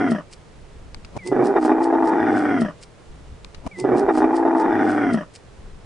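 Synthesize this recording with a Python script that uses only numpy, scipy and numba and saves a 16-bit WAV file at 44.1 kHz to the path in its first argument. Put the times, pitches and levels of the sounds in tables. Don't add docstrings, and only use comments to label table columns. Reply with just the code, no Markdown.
import sys
import numpy as np
from scipy import signal
from scipy.fft import rfft, irfft
from scipy.io import wavfile
from scipy.ndimage import uniform_filter1d
from numba import njit

SR = 44100
rng = np.random.default_rng(int(sys.argv[2]) if len(sys.argv) > 2 else 0)


def generate_wav(sig):
    pcm = np.round(np.clip(np.atleast_2d(sig).T, -1, 1) * 32767).astype(np.int16)
    wavfile.write(sys.argv[1], SR, pcm)


N = 257984
TIME = np.arange(N) / SR

BELLOW_SHIFTS = [-2.5, 0, 2.5252]
# time in seconds, first resonance in Hz, second resonance in Hz, mouth opening 0-1.
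THROAT = [(1.24, 355, 959, 1), (1.285, 357.9, 899.6, 0.7), (1.33, 385.3, 750, 0.26),
          (1.432, 365.2, 770, 0.03), (1.50, 395.8, 790, 0.14), (1.572, 391.8, 799.8, 0.18),
          (1.60, 309.6, 804, 0.22), (1.72, 319, 818.5, 0.19), (1.841, 333, 836.8, 0),
          (1.96, 334.2, 856.2, 0.12), (2.092, 325.2, 873.2, 0.21), (2.22, 316.2, 813.6, 0.63),
          (2.321, 310.3, 781.3, 0.55), (2.521, 291.9, 735.7, 0.67), (2.616, 235.9, 655, 0.86),
          (2.682, 184.4, 603, 0.8), (2.761, 149, 570, 0.4)]
# time in seconds, force in dB.
HARD_SLAPS = [(1.317, -0.5), (1.365, 6.5), (1.425, 4), (1.540, 8), (1.552, 4), (1.564, 9), (1.584, 7),
              (1.628, 2.5), (1.650, 6.5), (1.680, 4.5), (1.695, 10), (1.702, 5), (1.717, 13), (1.783, 4.5),
              (1.804, 1), (1.927, 5.5), (1.952, 4), (1.984, 2), (2.025, 5), (2.118, 4.5), (2.136, 3.5),
              (2.202, 4), (2.229, 5), (2.268, 5), (2.285, 2.5), (2.371, 6), (2.454, 3), (2.512, 5),
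              (2.575, 3), (2.649, 6.5), (2.684, 3)]
# multiple of the first resonance, width in Hz before damping,
# level in dB with the mouth nearly shut, level in dB with it open.
MOAN_MODES = [(0.549, 52.2, -32, -25.5), (0.773, 42.2, -0.5, -23), (0.997, 78.2, -0.5, 25),
              (1.197, 74, -4.5, 7.5), (1.432, 76.3, -9.5, 2.5)]
# multiple of the second resonance, width in Hz before damping, level in dB.
BARK_MODES = [(0.8, 64.9, 4.5), (0.952, 55, 5), (1.027, 48.8, -0.5)]
# centre in Hz, width in Hz,
# level in dB with the mouth nearly shut, level in dB with it open.
MOUTH_MODES = [(1110, 296, 15.5, 2.5), (1334, 240, -1.5, 2), (1516, 128, -19.5, 17), (1647, 320, 3, -9.5),
               (1844, 100, -13, -0.5), (2206, 170, -38.5, 28), (2380, 170, 7.5, -18.5),
               (2530, 400, 4.5, -9.5)]
# frequency in Hz, relative level in dB.
AIR_COLOUR = [(2200, 6.5), (2600, 9.5), (3100, 6.5), (3700, -12), (4200, -21.5), (5000, 3), (6100, 0.5),
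              (7000, -53), (8500, -2.5), (10300, -20)]
# time in seconds, level in dB, half width in seconds.
SURGES = [(1.281, 0, 0.0098), (1.326, 4, 0.013), (1.412, 2.5, 0.056), (1.572, 7.5, 0.027),
          (1.703, 3.5, 0.075), (1.803, 2.5, 0.035), (1.941, 2, 0.041), (2.131, 3.5, 0.012),
          (2.318, 1.5, 0.073), (2.621, 5, 0.0067)]
# start in seconds, end in seconds, pitch in Hz, level in dB,
# relative waver of the pitch.
HUMS = [(1.195, 1.342, 192.7, -42, 0.03), (1.288, 1.448, 131, -35.5, 0.037),
        (2.2, 2.66, 105.5, -41.5, 0.055)]
# time in seconds, pitch in Hz, level in dB.
WHISTLE = [(1.187, 2380, -43), (1.207, 2210, -48.5), (1.238, 1987, -43.5), (1.28, 2050, -44.5),
           (1.32, 1995, -44), (1.355, 1930, -47)]
# peak time in seconds, level in dB without the sharp crest, swell and fade time in seconds.
RASPS = [(1.276, -36.5, 0.013), (1.461, -42.5, 0.022), (1.651, -39, 0.022), (1.843, -41.5, 0.017),
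         (2.076, -44, 0.022), (2.384, -47.5, 0.058), (2.613, -41.5, 0.014), (2.831, -40, 0.0095)]
# frequency in Hz, relative level in dB.
RASP_COLOUR = [(1200, -13), (2200, 5.5), (3000, 0.5), (3800, 0), (5000, 7.5), (6500, -2), (8300, 3.5),
               (9400, 0.5), (10300, -9)]
# time in seconds, level in dB, decay in seconds, left minus right in dB.
TICKS = [(0.9457, -29, 0.002, 4), (1.0479, -36.5, 0.004, 5), (3.4465, -30.5, 0.0019, 2),
         (3.546, -37, 0.0048, 6)]
# frequency in Hz, relative level in dB.
TICK_COLOUR = [(470, -20), (800, 6.5), (2350, 5.5), (2640, 7), (3010, 1), (4580, 6), (10100, -13),
               (10500, -44), (13600, -52), (22000, -120)]
# time in seconds, level in dB, swell of the brush before it in seconds,
# left minus right in dB.
BUMPS = [(1.165, -23.5, 0.02, 0.5), (3.665, -24, 0.02, 1.5)]
# frequency in Hz, relative level in dB.
BUMP_COLOUR = [(24, -31), (40, 6), (264, 9), (384, -2.5), (641, 0.5), (997, -3), (1450, -21), (2980, -21),
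               (3270, -31), (5340, -27), (10500, -36), (13600, -81), (22000, -120)]
# start in seconds, end in seconds, level in dB.
GUSTS = [(0.454, 1.204, -41), (1.33, 1.743, -52), (2.96, 3.717, -43.5), (3.837, 4.272, -48.5),
         (5.493, 5.95, -41.5)]
# frequency in Hz, relative level in dB.
RUMBLE_COLOUR = [(20, 7.5), (35, -2.5), (65, 2), (100, -10), (160, -11.5), (300, -20), (700, -83.5)]
# frequency in Hz, relative level in dB.
FIELD_COLOUR = [(71, -8.5), (120, -4), (231, -15), (273, -15.5), (445, -10.5), (671, -17), (1650, -24.5),
                (2140, -26.5), (3000, -29.5), (8390, -37), (10500, -41.5), (13600, -84), (22000, -120)]

MURMUR_S, RELEASE_S, END_S = 1.262, 2.692, 2.78
ATTACK_DB_PER_S, RELEASE_DB_PER_S = 594, 421
MURMUR_MOAN_DB, MURMUR_BARK_DB = -10.5, -23.5
MOAN_DB, MOAN_SAG_DB_PER_S = -17, -1.77
DEEP_HZ, DEEP_DB_PER_OCTAVE = 226, -36
SURGE_LULL = 2.12
BARK_DB, BARK_DB_PER_OCTAVE, BARK_SLACK_DB = -24, 24.5, -0.5
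BARK_ONSET_DB, BARK_ONSET_S = -3.5, 0.05
RATTLE_DB, RATTLE_OPEN_DB, RATTLE_SLACK_DB = -36.5, 12, -2.5
BRIGHTEN_S = 0.037
FIRST_HZ, SECOND_HZ, FLAP_HZ, FLAP_POWER = 329.76, 790, 109.46, 1.05
SLOWEST_FLAP_HZ = 79.64
SCATTER, REBOUND_SWINGS, SLACK_HZ, SLACK_SPAN_HZ = 0.11, 1.106, 294.2, 66
GARGLE_START_S, GARGLE_END_S, GARGLE_EDGE_S = 1.575, 2.07, 0.027
GARGLE_HZ, THROB_S, THROB_DEPTH, THROB_SAG = 58.3, 1.714, 0.77, 0.06
HOARSE_WAVER, HOARSE_DB = 0.032, 3
SING_MURMUR_DB, SING_STRAIN_DB, SING_GARGLE_DB = -8, -12, 0
SING_DB, SING_SINK_DB, SING_DEEP_DB_PER_OCTAVE = -17, 17, -19.5
STRAIN_DAMPING, STRAIN_LOW_SHARE = 0.85, 0.45
GAPE_S, GAPE, HARD_GAPE = 0.0066, 0.18, 0.99
CRY_S, CRY_WIDTH_S, CRY_DB, CRY_TAIL_DB, CRY_WAVER = 2.085, 0.021, 4, -3, 0.0173
BARK_SING_DB = -5
SPITTLE_WAVER, SPITTLE_DB, SLACK_SPRAY = 0.025, 2.5, 0.6
DROOP_HZ = 242
AIR_RING_SHUT_HZ, AIR_RING_OPEN_HZ = 3710, 3183
MOAN_FROM_SIDE_DB, MOAN_SIDE_DB, MOAN_DRIFT_S = -3, 2, 0.55
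BARK_SIDE_DB, RATTLE_SIDE_DB, OPEN_SIDE_DB = 0.8, -2.5, 3
HUM_EDGE_S, HUM_FLUTTER_DB = 0.012, 3
WHISTLE_FADE_S, WHISTLE_WAVER, WHISTLE_FLUTTER_DB = 0.0029, 0.0051, 1
BUMP_S, BRUSH_DB = 0.012, -8.5
GUST_EDGE_S, CALM_DB, BUFFET_DB = 0.16, -52, 4
FIELD_DB, TOP_HZ = -47.5, 10400


def bellow():
    first, second, opening = curves(THROAT)
    rate = FLAP_HZ * (first / FIRST_HZ) ** FLAP_POWER
    gargle = hold(GARGLE_START_S, GARGLE_END_S, GARGLE_EDGE_S)
    strain = hold(THROAT[0][0], GARGLE_START_S, GARGLE_EDGE_S)
    murmur = np.clip((HARD_SLAPS[0][0] - TIME) / 0.005, 0, 1)
    slack = np.clip((SLACK_HZ - first) / SLACK_SPAN_HZ, 0, 1)
    moan_db, bark_db, rattle_db = loudness(first, second, opening, murmur, slack)

    hoarse, throb = (1 - gargle) * (1 - slack / 2), throbbing(gargle)
    cycles = np.cumsum(first * (1 + HOARSE_WAVER * hoarse * walk(110) - THROB_SAG * (throb - 1))) / SR
    slaps, rebounds = flaps(cycles, rate, gargle)
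    damping = gaping(slaps)
    pulses = slaps + rebounds
    puff = fade(pulses, decay_s=0.0062)
    turbulence = puff * rng.standard_normal(N)
    drive = pulses + undb(-28.0) * turbulence

    tone = np.cos(2 * np.pi * cycles) * throb * undb(HOARSE_DB * hoarse * walk(130)) / damping ** 0.5
    tone = cut(tone, 100, "high", order=2)
    sung = singing(first, murmur, strain, gargle) * steady(tone, 0.13)
    moan = steady(moaning(drive, first, opening, damping, strain) + sung, 0.079)
    bark = barking(drive, second, slack, damping)

    stretch = (second / SECOND_HZ) ** 0.63 * np.minimum(first / DROOP_HZ, 1) ** 0.21
    spray = SLACK_SPRAY * slack * fade(pulses, decay_s=0.012) * rng.standard_normal(N)
    wet_drive = slaps + undb(-5 - 2 * gargle) * rebounds + undb(-23) * (turbulence + spray)
    rattle = rattling(wet_drive, opening, stretch, slack)

    drift = np.exp(-np.maximum(TIME - MURMUR_S, 0) / MOAN_DRIFT_S)
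    moan_side = MOAN_SIDE_DB + (MOAN_FROM_SIDE_DB - MOAN_SIDE_DB) * drift
    throat = pan(moan * undb(moan_db), moan_side, lag_s=0.00019)
    throat = throat + pan(bark * undb(bark_db), BARK_SIDE_DB + OPEN_SIDE_DB * opening)
    mouth = pan(rattle * undb(rattle_db), RATTLE_SIDE_DB + OPEN_SIDE_DB * opening)
    air = rush(opening, stretch, wet_drive, puff) * undb(rattle_db - 28 + 6.1 * opening - 1.9 * slack)

    sounding = hold(THROAT[0][0], END_S, 0.029)
    slapping = 1 - murmur
    bright = banks((mouth + air) * sounding * slapping, wet_db=-8, decay_s=0.008)
    return banks(throat * sounding + hums(), wet_db=-16.0, decay_s=0.014) + bright


def loudness(first, second, opening, murmur, slack):
    effort = -ATTACK_DB_PER_S * np.maximum(MURMUR_S - TIME, 0)
    effort = effort - RELEASE_DB_PER_S * np.maximum(TIME - RELEASE_S, 0)
    surge = sum(db * swell(s, width) * (1 - SURGE_LULL * ((TIME - s) / width) ** 2) for s, db, width in SURGES)
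    deep = DEEP_DB_PER_OCTAVE * np.maximum(np.log2(DEEP_HZ / first), 0)
    moan = MOAN_DB + MOAN_SAG_DB_PER_S * (TIME - MURMUR_S) + deep + MURMUR_MOAN_DB * murmur
    bark = BARK_DB + BARK_DB_PER_OCTAVE * np.log2(second / SECOND_HZ)
    bark = bark + BARK_SLACK_DB * slack + MURMUR_BARK_DB * murmur
    onset = np.exp(-np.maximum(TIME - HARD_SLAPS[0][0], 0) / BARK_ONSET_S)
    bark = bark + BARK_ONSET_DB * (1 - murmur) * onset
    rattle = RATTLE_DB + RATTLE_OPEN_DB * opening + RATTLE_SLACK_DB * slack
    return effort + surge + moan, effort + surge + bark, effort + surge + rattle


def flaps(cycles, rate, gargle, force_db=2.0, bounce_db=-9, gargle_bounce_db=-2, slip_s=0.00035):
    slaps, rebounds, t = np.zeros(N), np.zeros(N), THROAT[0][0]
    hard = list(HARD_SLAPS)
    for gap, size, slip, *bounces in rng.standard_normal((400, 7)):
        if t > THROAT[-1][0]:
            break
        i = int(t * SR)
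        swing, gargling = np.round(cycles[i]), gargle[i] > 0.5
        t, force = np.interp(swing, cycles, TIME) + slip_s * slip, undb(force_db * min(size, 1))
        if hard and hard[0][0] - t < 0.6 / (GARGLE_HZ if gargling else rate[i]):
            t, db = hard.pop(0)
            force, swing = undb(db), cycles[int(t * SR)]
        slaps[int(t * SR)] += force

        step_db, spread_db = (gargle_bounce_db, 1.5) if gargling else (bounce_db, 3.3)
        for k, (lag, rebound) in enumerate(np.reshape(bounces, (2, 2)), 1):
            at = np.interp(swing + k * REBOUND_SWINGS, cycles, TIME) + slip_s * lag
            bounce = undb(k * step_db + spread_db * min(rebound, 0.5))
            rebounds[int(at * SR)] += min(force, np.sqrt(force)) * bounce

        if gargling:
            t = THROB_S + (np.round((t - THROB_S) * GARGLE_HZ) + 1) / GARGLE_HZ
        else:
            t += np.exp(SCATTER * gap) / max(rate[i], SLOWEST_FLAP_HZ)
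    return slaps, rebounds


def gaping(slaps):
    hard = np.bincount([int(s * SR) for s, db in HARD_SLAPS], minlength=N)
    gape = fade((GAPE * slaps + HARD_GAPE * hard)[::-1], GAPE_S)[::-1]
    return 1 + uniform_filter1d(gape, size=24)


def throbbing(gargle, lag_s=0.0063):
    return 1 + THROB_DEPTH * gargle * np.cos(2 * np.pi * GARGLE_HZ * (TIME - THROB_S - lag_s))


def moaning(drive, first, opening, damping, strain):
    moan = 0
    for multiple, width, shut, wide in MOAN_MODES:
        ring = resonate(drive, multiple * first, width * (damping + STRAIN_DAMPING * strain))
        moan = moan + undb(shut + (wide - shut) * opening) * ring
    low = np.maximum(opening, STRAIN_LOW_SHARE * strain)
    moan = low * cut(moan, 163, "high", order=3) + (1 - low) * cut(moan, 352, "high", order=3)
    return steady(cut(moan, 473, "low", order=2), 0.02)


def singing(first, murmur, strain, gargle, sink_hz=75):
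    sunk = np.clip((FIRST_HZ - first) / sink_hz, 0, 1)
    deep = np.maximum(np.log2(DEEP_HZ / first), 0)
    staged = undb(SING_MURMUR_DB) * murmur + undb(SING_STRAIN_DB) * strain + undb(SING_GARGLE_DB) * gargle
    return staged + undb(SING_DB + SING_SINK_DB * sunk + SING_DEEP_DB_PER_OCTAVE * deep)


def barking(drive, second, slack, damping):
    bark = sum(undb(db) * resonate(drive, k * second, w * damping ** 0.7) for k, w, db in BARK_MODES)
    bark = steady(cut(cut(bark, 380, "high", order=2), 1140, "low", order=4), 0.11)
    return steady(bark + crying(second, slack) / damping, 0.045)


def crying(second, slack):
    strength = undb(CRY_DB) * swell(CRY_S, CRY_WIDTH_S)
    strength = strength + undb(CRY_TAIL_DB) * hold(CRY_S, END_S, CRY_WIDTH_S) + undb(BARK_SING_DB) * slack
    return strength * sine(second * (1 + CRY_WAVER * walk(120)))


def rattling(wet_drive, opening, stretch, slack):
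    rattle = 0
    for hz, width, shut, wide in MOUTH_MODES:
        gain = undb(shut + (wide - shut) * opening + SPITTLE_DB * walk(60))
        centre = hz * stretch * (1 + SPITTLE_WAVER * walk(70))
        rattle = rattle + gain * resonate(wet_drive, centre, np.full(N, float(width)))
    rattle = steady(cut(cut(rattle, 975, "high", order=2), 2097, "low", order=6), 0.057)
    dull = np.maximum(slack, np.clip(1 - (TIME - HARD_SLAPS[0][0]) / BRIGHTEN_S, 0, 1))
    return (1 - dull) * rattle + dull * cut(rattle, 1480, "low", order=2)


def rush(opening, stretch, drive, puff, ring_width_hz=230, ring_db=-5, ring_open_db=7,
         lower_share=0.86, lower_db=-4):
    hz = (AIR_RING_SHUT_HZ + (AIR_RING_OPEN_HZ - AIR_RING_SHUT_HZ) * opening) * stretch ** 0.45
    width = np.full(N, float(ring_width_hz))
    ring = 0
    for share, db in [(1, 0), (lower_share, lower_db)]:
        centre = share * hz * (1 + 0.012 * walk(45))
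        ring = ring + undb(db) * unit(resonate(resonate(drive, centre, width), centre, width))
    hiss = noise(AIR_COLOUR, -23.5) * steady(np.sqrt(np.abs(puff) + 0.05), 0.24)
    return hiss + undb(ring_db + ring_open_db * opening) * steady(ring, 0.13)


def hums():
    total = 0
    for start, end, hz, db, waver in HUMS:
        level = undb(db + HUM_FLUTTER_DB * np.minimum(walk(45), 1))
        total = total + sine(hz * (1 + waver * walk(70))) * level * hold(start, end, HUM_EDGE_S)
    return total


def whistle():
    hz, db = curves(WHISTLE)
    level = undb(db + WHISTLE_FLUTTER_DB * walk(120)) * hold(WHISTLE[0][0], WHISTLE[-1][0], WHISTLE_FADE_S)
    return sine(hz * (1 + WHISTLE_WAVER * walk(180))) * level


def rasps(crest=0.3, crest_s=0.0022, grain_db=3.5):
    shape = 0
    for s, db, span in RASPS:
        away = np.abs(TIME - s)
        shape = shape + undb(db) * (np.exp(-away / span) + crest * np.exp(-away / crest_s))
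    grains = unit(undb(2.3 * np.minimum(walk(350), 1.6) + grain_db * np.minimum(walk(2200), 2)))
    return noise(RASP_COLOUR, -12) * shape * grains


def knocks():
    ticks, bumps = 0, 0
    for s, db, decay, side in TICKS:
        ticks = ticks + pan(undb(db) * np.exp(-np.abs(TIME - s) / decay) * (TIME >= s), side)
    for s, db, brush_s, side in BUMPS:
        brush = undb(BRUSH_DB) * np.exp(-np.abs(TIME - s) / brush_s)
        bumps = bumps + pan(undb(db) * np.where(TIME < s, brush, TIME < s + BUMP_S), side)
    return ticks * noise(TICK_COLOUR, -1.5) + bumps * noise(BUMP_COLOUR, -4.5)


def banks(x, wet_db, decay_s):
    t = TIME[:SR // 5]
    echo = rng.standard_normal((2, len(t))) * np.exp(-t / decay_s) * (t > 0.002)
    echo /= np.sqrt(np.sum(echo ** 2, axis=1, keepdims=True))
    return x + undb(wet_db) * signal.fftconvolve(x, echo, axes=1)[:, :N]


def outdoors():
    wind = undb(CALM_DB) + sum(undb(db) * hold(start, end, GUST_EDGE_S) for start, end, db in GUSTS)
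    rumble = noise(RUMBLE_COLOUR, -9.5) * wind * undb(BUFFET_DB * np.minimum(walk(25), 1.5) - 2.5)
    field = noise(FIELD_COLOUR, -4.0) * undb(FIELD_DB + 0.29 * walk(8.1))
    return rumble + field * undb([[-0.7], [0.7]])


@njit
def resonate(x, hz, width):
    y, band, low = np.zeros(len(x)), 0., 0.
    for i in range(len(x)):
        if x[i] == 0 and abs(band) + abs(low) < 1e-12:
            continue
        g, k = np.tan(np.pi * hz[i] / SR), width[i] / hz[i]
        v = (band + g * (x[i] - low)) / (1 + g * (g + k))
        band, low, y[i] = 2 * v - band, low + 2 * g * v, v / hz[i]
    return y


def undb(db):
    return 10 ** (np.asarray(db) / 20)


def curves(table):
    s, *columns = np.transpose(table)
    return [np.interp(TIME, s, c) for c in columns]


def unit(x):
    return x / np.sqrt(np.mean(x ** 2))


def steady(x, span_s):
    k = max(int(span_s * SR), 8)
    power = uniform_filter1d(uniform_filter1d(x ** 2, k), k)
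    return x / np.sqrt(np.abs(power) + 1e-4 * np.mean(x ** 2))


def pan(x, db, lag_s=0):
    sides = np.array([np.interp(TIME - lag_s, TIME, x), x])
    return sides * undb(np.array([db, -db]).reshape(2, -1) / 2)


def walk(rate):
    k = int(SR / rate)
    steps = np.repeat(rng.standard_normal(N // k + 1), k)
    return unit(uniform_filter1d(steps, k)[:N])


def cut(x, hz, kind, order):
    sos = signal.butter(order, min(hz, SR / 3), kind, fs=SR, output="sos")
    return signal.sosfiltfilt(sos, x + 1e-18)


def noise(colour, side_db):
    hz, db = np.transpose(colour)
    f = np.arange(N // 2 + 1) * SR / N
    gain = undb(np.interp(np.log(f + 1), np.log(hz), db)) * np.minimum(f / hz[0], 1) ** 2
    mid, side = irfft(rfft(rng.standard_normal((2, N))) * gain, N)
    return unit(mid + undb(side_db) * np.array([side, -side]))


def fade(x, decay_s):
    return signal.lfilter([1], [1, -np.exp(-1 / (SR * decay_s))], x + 1e-18)


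def hold(start, end, edge_s):
    return np.clip(np.minimum(TIME - start, end - TIME) / edge_s, 0, 1)


def swell(s, width_s):
    return np.exp(-((TIME - s) / width_s) ** 2)


def sine(hz):
    return np.sqrt(2) * np.sin(2 * np.pi * np.cumsum(hz) / SR)


def scene():
    call = bellow() + whistle() + rasps()
    calls = 0
    for shift in np.round(np.array(BELLOW_SHIFTS) * SR) / SR:
        calls = calls + np.array([np.interp(TIME - shift, TIME, side, left=0, right=0) for side in call])
    return calls + knocks() + outdoors()


def record(dry):
    return signal.sosfilt(signal.ellip(10, 0.2, 70, TOP_HZ, fs=SR, output="sos"), dry)


dry = scene()
out = record(dry)
generate_wav(out)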